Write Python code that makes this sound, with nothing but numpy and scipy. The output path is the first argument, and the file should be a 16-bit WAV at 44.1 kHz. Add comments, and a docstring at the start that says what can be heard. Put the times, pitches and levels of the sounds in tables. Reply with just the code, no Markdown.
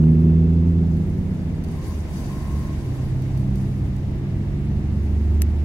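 """A distant heavy engine pulls, eases off, drops in speed and slowly picks up again, its exhaust
sounding three tones. A second engine drones inside a wide rumble of turbulence, outdoors near an
airport, with a faint turbine whine and a few thin two-note squeals. Close by, fingers slide and tick
on a hand-held casing and set it ringing; a few dull taps come early, and near the end something
snaps with one sharp click."""
import sys
import numpy as np
from scipy import signal
from scipy.io import wavfile

SR = 44100
rng = np.random.default_rng(int(sys.argv[2]) if len(sys.argv) > 2 else 0)


def pcm_store(signal):
    """Save signal as 16-bit PCM."""
    levels = np.round(np.clip(np.atleast_2d(signal), -1, 1) * 32767)
    wavfile.write(sys.argv[1], SR, levels.astype(np.int16).T)


N = 248724


def main_engine():
    """Exhaust tones swell with effort and in resonances; uneven cylinders add shaft lines; gas rushes."""
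    # engine run: time_s, firing_hz, effort_db (0 = full power)
    run = [(0, 78.43, 0), (.17, 79.4, 0.5), (.55, 82.56, -1), (.75, 83.85, -2), (.92, 81.15, -4),
           (1.03, 78.03, -8.5), (1.35, 79.8, -12), (1.65, 79.98, -11.5), (2.05, 73.28, -16.5),
           (2.27, 69.65, -8.5), (2.6, 71.7, -8), (2.78, 71.4, -10.5), (2.88, 64.8, -5.5), (3.4, 65.44, -3),
           (4.0, 67.53, -7), (4.6, 70.72, -6.5), (5.35, 74.47, -5), (5.64, 75.44, -7)]
    # exhaust response from pipe and ground reflection: freq_hz, level_db
    exhaust_colour = [(65, -32.5), (69, -27.5), (74.4, -12.5), (78, -21.5), (83, -16.5), (130, -20.5),
                      (143, -21.5), (150, -36), (157, -15), (166, -17.5), (195, -33), (203, -37.5),
                      (213, -26.5), (228, -28.5), (236, -23.5), (252, -27.5)]
    # weak shaft lines: shaft_multiple, relative_db
    shaft_orders = [(4, -11.5), (5, -16.5), (7, -4), (8, -16.5), (10, -10), (11, -12.5), (12, -11.5),
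                    (13, -8), (14, -14.5), (15, -12), (16, -22), (17, -20.5), (18, -19.5)]
    pipe_hz, pipe_width_hz, pipe_db = 341, 26, 6.24  # exhaust pipe resonance
    firing_hz, effort_db = in_time(run)
    exhaust = 0
    for k in range(3):
        hz = (k + 1) * firing_hz
        drive_db = (1 + .15 * k) * effort_db  # brighter under load
        exhaust += tone(hz, drive_db + at_hz(exhaust_colour, hz), waver=.078)
    shaft_hz, shaft_db = firing_hz / 3, -31 + 1.39 * effort_db
    for order, db in shaft_orders:
        hz = order * shaft_hz
        lift_db = pipe_db / (1 + (2 * (hz - pipe_hz) / pipe_width_hz) ** 2)
        exhaust += tone(hz, shaft_db + db + lift_db, waver=.2)
    gas = hoarse_tone(hz=np.full(N, 648), level_db=effort_db - 55, rough=.98, spread_hz=110)
    return panned(exhaust, pan_db=-1.76) + panned(gas, pan_db=5)


def second_engine():
    """A steady drone and its octave, with a rough throb near half its pitch."""
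    # engine drone: time_s, pitch_hz, fundamental_db, octave_db
    run = [(0, 92.3, -43.5, -41.5), (1.2, 94.86, -28, -27.5), (1.7, 94.36, -35, -41),
           (2.9, 97.27, -36.5, -42), (3.5, 97.72, -32.5, -30.5), (4.2, 97.2, -30.5, -36),
           (4.85, 97.36, -29, -34), (5.25, 97.48, -29.5, -42), (5.64, 96.68, -37, -40)]
    pitch_hz, fundamental_db, octave_db = in_time(run)
    drone = tone(pitch_hz, fundamental_db, waver=.09) + tone(2 * pitch_hz, octave_db, waver=.09)
    throb = tone(.52 * pitch_hz, level_db=-40, waver=.33)
    return panned(drone + throb, pan_db=-2.6)


def sharp_click():
    """A snap on the left reaches the right side later and weaker."""
    # snap and rebounds: start_s, level_db
    hits = [(5.4195, -5), (5.4201, -35), (5.4206, -20), (5.4210, -31)]
    # ring of the snap: freq_hz, gain_db, t60_s
    modes = [(1850, -17, 0.0031), (2830, -17.5, 0.0036), (4370, -17, 0.0026), (5970, -15, 0.0036),
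             (7650, -17.5, 0.0046), (8430, -17.5, 0.0058), (10605, -6, 0.0015), (11980, -0.5, 0.00091),
             (13400, -4, 0.001)]
    lag_s = .00009
    left, right = panned(knocks(hits, modes), pan_db=6.5)
    right = np.interp(np.arange(N) - lag_s * SR, np.arange(N), right)
    return scattered(np.array([left, right]), tail_db=-4.5, t60_s=.025)


def fingers():
    """Sliding skin hisses and catches in ticks; both ring the casing, the hiss more so when pressed."""
    # finger strokes: start_s, length_s, level_db
    strokes = [(0.0, 0.072, -64.5), (0.874, 0.63, -64.5), (1.68, .22, -55.5), (1.83, 0.059, -52.5),
               (2.09, 0.58, -54), (2.134, .04, -51), (2.749, 0.33, -58), (3.2, .2, -61),
               (3.55, 0.13, -58.5), (4.981, 0.33, -65)]
    # skin hiss spectrum: freq_hz, density_db
    rub_colour = [(450, -8), (680, 10), (1300, -0.5), (2500, -5.5), (4000, -2), (6000, 2), (8000, 0.5),
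                  (10800, -1), (13000, -3), (15500, -10)]
    # side of the hiss: freq_hz, pan_db
    rub_balance = [(500, 1), (2000, -0.5), (5000, 4.5), (10000, -2.5), (14000, 8.5)]
    # skin catching: start_s, level_db
    catches = [(0.969, -44), (1.099, -44), (1.639, -36), (1.645, -36), (1.686, -39), (1.844, -37),
               (2.182, -40), (3.222, -37), (3.375, -35.5), (3.557, -35.5), (3.965, -39)]
    # casing resonances: freq_hz, width_hz, gain_db
    case_modes = [(3770, 110, 4), (4630, 140, 8.5), (5500, 160, -6.5), (6160, 170, 0), (10000, 220, -2.5),
                  (10700, 220, -2.5)]
    grip_db = -64  # the resting grip hisses too
    slides = [from_db(db) * swell(start_s, length_s, attack_s=.071, release_s=.2)
              for start_s, length_s, db in strokes]
    rub = np.sqrt(from_db(grip_db) ** 2 + np.sum(np.square(slides), axis=0))
    friction = rub * banded_noise(rub_colour, rub_balance, flicker_db=1.74)
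    pressure = np.sqrt(rub / rub.max())
    tick_band = signal.butter(1, [2500, 13000], "band", fs=SR, output="sos")
    ticks = signal.sosfilt(tick_band, impulses(catches))
    ticks = scattered(panned(ticks, pan_db=7), tail_db=8.5, t60_s=.027)
    return friction + ticks + resonances(pressure * friction + 1.55 * ticks, case_modes)


def taps():
    """Soft contacts with a short, dull ring."""
    # contacts: start_s, level_db
    hits = [(0.038, -34.5), (0.156, -44.5), (0.301, -38.5), (1.509, -44)]
    # ring of a tap: freq_hz, gain_db, t60_s
    modes = [(680, -4.5, 0.0067), (955, -2, .015), (1470, -5.5, .015), (2800, -10, 0.014)]
    return panned(knocks(hits, modes), pan_db=4)


def squeals():
    """Two close thin notes scoop up to pitch, with a faint octave; the weak squeals are hoarse."""
    # squeals: start_s, length_s, top_hz, level_db, roughness
    events = [(1.719, 0.21, 1065, -52.5, 0.6), (2.032, 0.21, 1050, -56.5, 1.03),
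              (2.29, 0.424, 1079, -50.5, 0.06), (2.8, .27, 1059, -59, 0.9)]
    scoop_hz, settle_s = 35, .0617
    out = 0
    for start_s, length_s, top_hz, db, rough in events:
        age_s = np.maximum(np.arange(N) / SR - start_s, 0)
        upper_hz = top_hz - scoop_hz * np.exp(-age_s / settle_s)
        lower_hz = .933 * upper_hz
        upper = hoarse_tone(upper_hz, db, rough, spread_hz=27)
        lower = hoarse_tone(lower_hz, db - 2.5, rough, spread_hz=30)
        octave = hoarse_tone(2 * lower_hz, db - 18, rough=.82, spread_hz=38)
        out += swell(start_s, length_s, attack_s=.019, release_s=.041) * (upper + lower + octave)
    return panned(out, pan_db=4.5)


def rumble():
    """Distant turbulence: deep bass, a low roar and a wide wash above."""
    # turbulence strength: time_s, bass_db, roar_db, wash_db
    turbulence = [(0, -34.5, -26, -50.5), (1.3, -31, -30.5, -49), (2.3, -32, -32.5, -45),
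                  (3.2, -27, -33, -47), (4.2, -28.5, -32, -48), (5.64, -30, -34, -47.5)]
    # spectra of the three layers: freq_hz, density_db
    bass_colour = [(15, -13.5), (24, -3), (32, -4.5), (40, -1.5), (50, -0.5), (60, 1), (80, -1), (110, -2),
                   (150, -17), (220, -52.5)]
    roar_colour = [(60, -16.5), (110, 3), (170, 6), (220, 1.5), (280, 0.5), (350, -4), (430, -13.5),
                   (520, -19), (700, -33), (1200, -54)]
    wash_colour = [(250, -10), (500, -7), (660, -4.5), (900, -4.5), (1200, -12.5), (2000, -9), (2700, -15),
                   (3300, -18), (4200, -20), (6000, -25.5), (9000, -33), (15000, -41.5)]
    # side of the rumble: freq_hz, pan_db
    balance = [(30, -5), (120, 1.5), (250, 2), (400, 2), (600, 5.5), (800, 6.5), (1300, 3), (2200, -2.5),
               (3500, 0), (6000, -4), (14000, -1.5)]
    # peaks from ground and walls: freq_hz, width_hz, gain_db
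    wash_peaks = [(632, 59, -2), (1740, 20, -21), (3570, 140, -10.5)]
    bass_db, roar_db, wash_db = in_time(turbulence)
    bass = from_db(bass_db) * banded_noise(bass_colour, balance, flicker_db=1.5)
    roar = from_db(roar_db) * banded_noise(roar_colour, balance, flicker_db=1.5)
    wash = from_db(wash_db) * banded_noise(wash_colour, balance, flicker_db=.92)
    return bass + roar + wash + resonances(wash, wash_peaks)


def turbine_whine():
    """A faint, blurred high line comes and goes, arriving from all around."""
    # swells of whine: start_s, length_s, pitch_hz, level_db
    whines = [(0.0, .65, 2630, -64.5), (0.0, .6, 3430, -68.5), (4.5, 1.0, 2667, -70)]
    out = 0
    for start_s, length_s, hz, db in whines:
        sides = [hoarse_tone(np.full(N, hz), db, rough=.85, spread_hz=130) for _ in range(2)]
        out += swell(start_s, length_s, attack_s=.3, release_s=.3) * np.array(sides)
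    return out


def tone(hz, level_db, waver):
    """A sine whose strength and phase are shaken by moving air."""
    phase = 2 * np.pi * (np.cumsum(hz) / SR + rng.random())
    shaken = (1 + waver * drift(5.9)) * np.sin(phase) + waver * drift(8.8) * np.cos(phase)
    return np.sqrt(2) * from_db(level_db) * shaken


def hoarse_tone(hz, level_db, rough, spread_hz):
    """A sine in a narrow band of noise; rough is the noise's share of the power."""
    phase = 2 * np.pi * np.cumsum(hz) / SR
    rough = np.clip(rough, 0, 1)
    blur = drift(spread_hz) * np.sin(phase) + drift(spread_hz) * np.cos(phase)
    return from_db(level_db) * (np.sqrt(2 * (1 - rough)) * np.sin(phase) + np.sqrt(rough) * blur)


def banded_noise(colour, balance, flicker_db):
    """Unit-rms stereo noise; each band has its own flicker, width and side."""
    # likeness of left and right: freq_hz, correlation
    likeness = [(30, .9), (100, .985), (250, .975), (450, .9), (640, .76), (1000, .4), (1400, .15),
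                (2200, -.22), (3100, -.22), (7000, .05), (15000, .15)]
    edges_hz, run_in = np.geomspace(16, 17000, 25), SR // 4
    white = rng.standard_normal((2, 2, N + run_in))
    out = 0
    for k, (low_hz, high_hz) in enumerate(zip(edges_hz, edges_hz[1:])):
        hz = np.sqrt(low_hz * high_hz)
        flicker = drift(23)
        if not colour[0][0] < hz < colour[-1][0]:
            continue
        bandpass = signal.butter(2, [low_hz, high_hz], "band", fs=SR, output="sos")
        mid, side = signal.sosfilt(bandpass, white[k % 2])[:, run_in:]
        alike = at_hz(likeness, hz)
        band = np.sqrt(1 + alike) * mid + np.sqrt(1 - alike) * side * [[1], [-1]]
        out += from_db(at_hz(colour, hz) + flicker_db * flicker) * panned(band, at_hz(balance, hz))
    return rms_one(out)


def knocks(hits, modes):
    """Contacts set decaying modes ringing."""
    clicks, out = impulses(hits), 0
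    for k, (hz, db, t60_s) in enumerate(modes):
        r, w = from_db(-60 / (t60_s * SR)), 2 * np.pi * hz / SR
        ring = signal.lfilter([np.sin(w)], [1, -2 * r * np.cos(w), r * r], clicks)
        out += (-1) ** k * from_db(db) * ring
    return out


def impulses(hits):
    """One impulse per hit."""
    clicks = np.full(N, 1e-18)
    for start_s, db in hits:
        clicks[round(start_s * SR)] += from_db(db)
    return clicks


def resonances(x, modes):
    """Parallel two-pole resonators, each with its given peak gain."""
    out = 0
    for hz, width_hz, db in modes:
        r, w = np.exp(-np.pi * width_hz / SR), 2 * np.pi * hz / SR
        gain = from_db(db) * (1 - r * r) / 2
        out += gain * signal.lfilter([1, 0, -1], [1, -2 * r * np.cos(w), r * r], x)
    return out


def scattered(x, tail_db, t60_s):
    """Nearby surfaces add a short diffuse tail, different on each side."""
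    t = np.arange(SR // 10) / SR
    tail = rng.standard_normal((2, len(t))) * from_db(-60 * t / t60_s)
    tail /= np.sqrt(np.sum(tail ** 2, axis=1, keepdims=True))
    return x + from_db(tail_db) * signal.fftconvolve(x.mean(axis=0)[None], tail, axes=1)[:, :N]


def swell(start_s, length_s, attack_s, release_s):
    """Envelope: rises around the start, holds, dies away."""
    t = np.arange(N) / SR - start_s
    return np.clip(.5 + t / attack_s, 0, 1) * np.exp(-np.maximum(t - length_s, 0) / release_s)


def drift(rate_hz):
    """Slow unit-rms wander: noise through two one-pole low-passes."""
    hop, run_in = 40, 2000
    r = np.exp(-2 * np.pi * rate_hz * hop / SR)
    white = rng.standard_normal(N // hop + run_in + 2)
    slow = signal.lfilter([1], [1, -2 * r, r * r], white)[run_in:]
    return np.interp(np.arange(N) / hop, np.arange(len(slow)), rms_one(slow))


def in_time(rows):
    """Interpolate each column at every sample."""
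    time_s, *columns = np.transpose(rows)
    return [np.interp(np.arange(N) / SR, time_s, column) for column in columns]


def at_hz(points, hz):
    """Read a curve on a log-frequency axis."""
    freq_hz, values = np.transpose(points)
    return np.interp(np.log(hz), np.log(freq_hz), values)


def panned(x, pan_db):
    """Place a sound; pan_db is left minus right."""
    return x * from_db(np.array([[.5], [-.5]]) * pan_db)


def from_db(db):
    """Decibels to gain."""
    return 10 ** (np.asarray(db) / 20)


def rms_one(x):
    """Scale to unit rms."""
    return x / np.sqrt(np.mean(x ** 2) + 1e-20)


def scene():
    """Engines and rumble far off, small sounds near."""
    outdoors = main_engine() + second_engine() + squeals() + rumble() + turbine_whine()
    return outdoors + fingers() + taps() + sharp_click()


def record(dry):
    """Steep low-pass."""
    cutoff_hz = 15700
    return signal.sosfilt(signal.ellip(10, .1, 80, cutoff_hz, fs=SR, output="sos"), dry)


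dry = scene()
out = record(dry)
pcm_store(out)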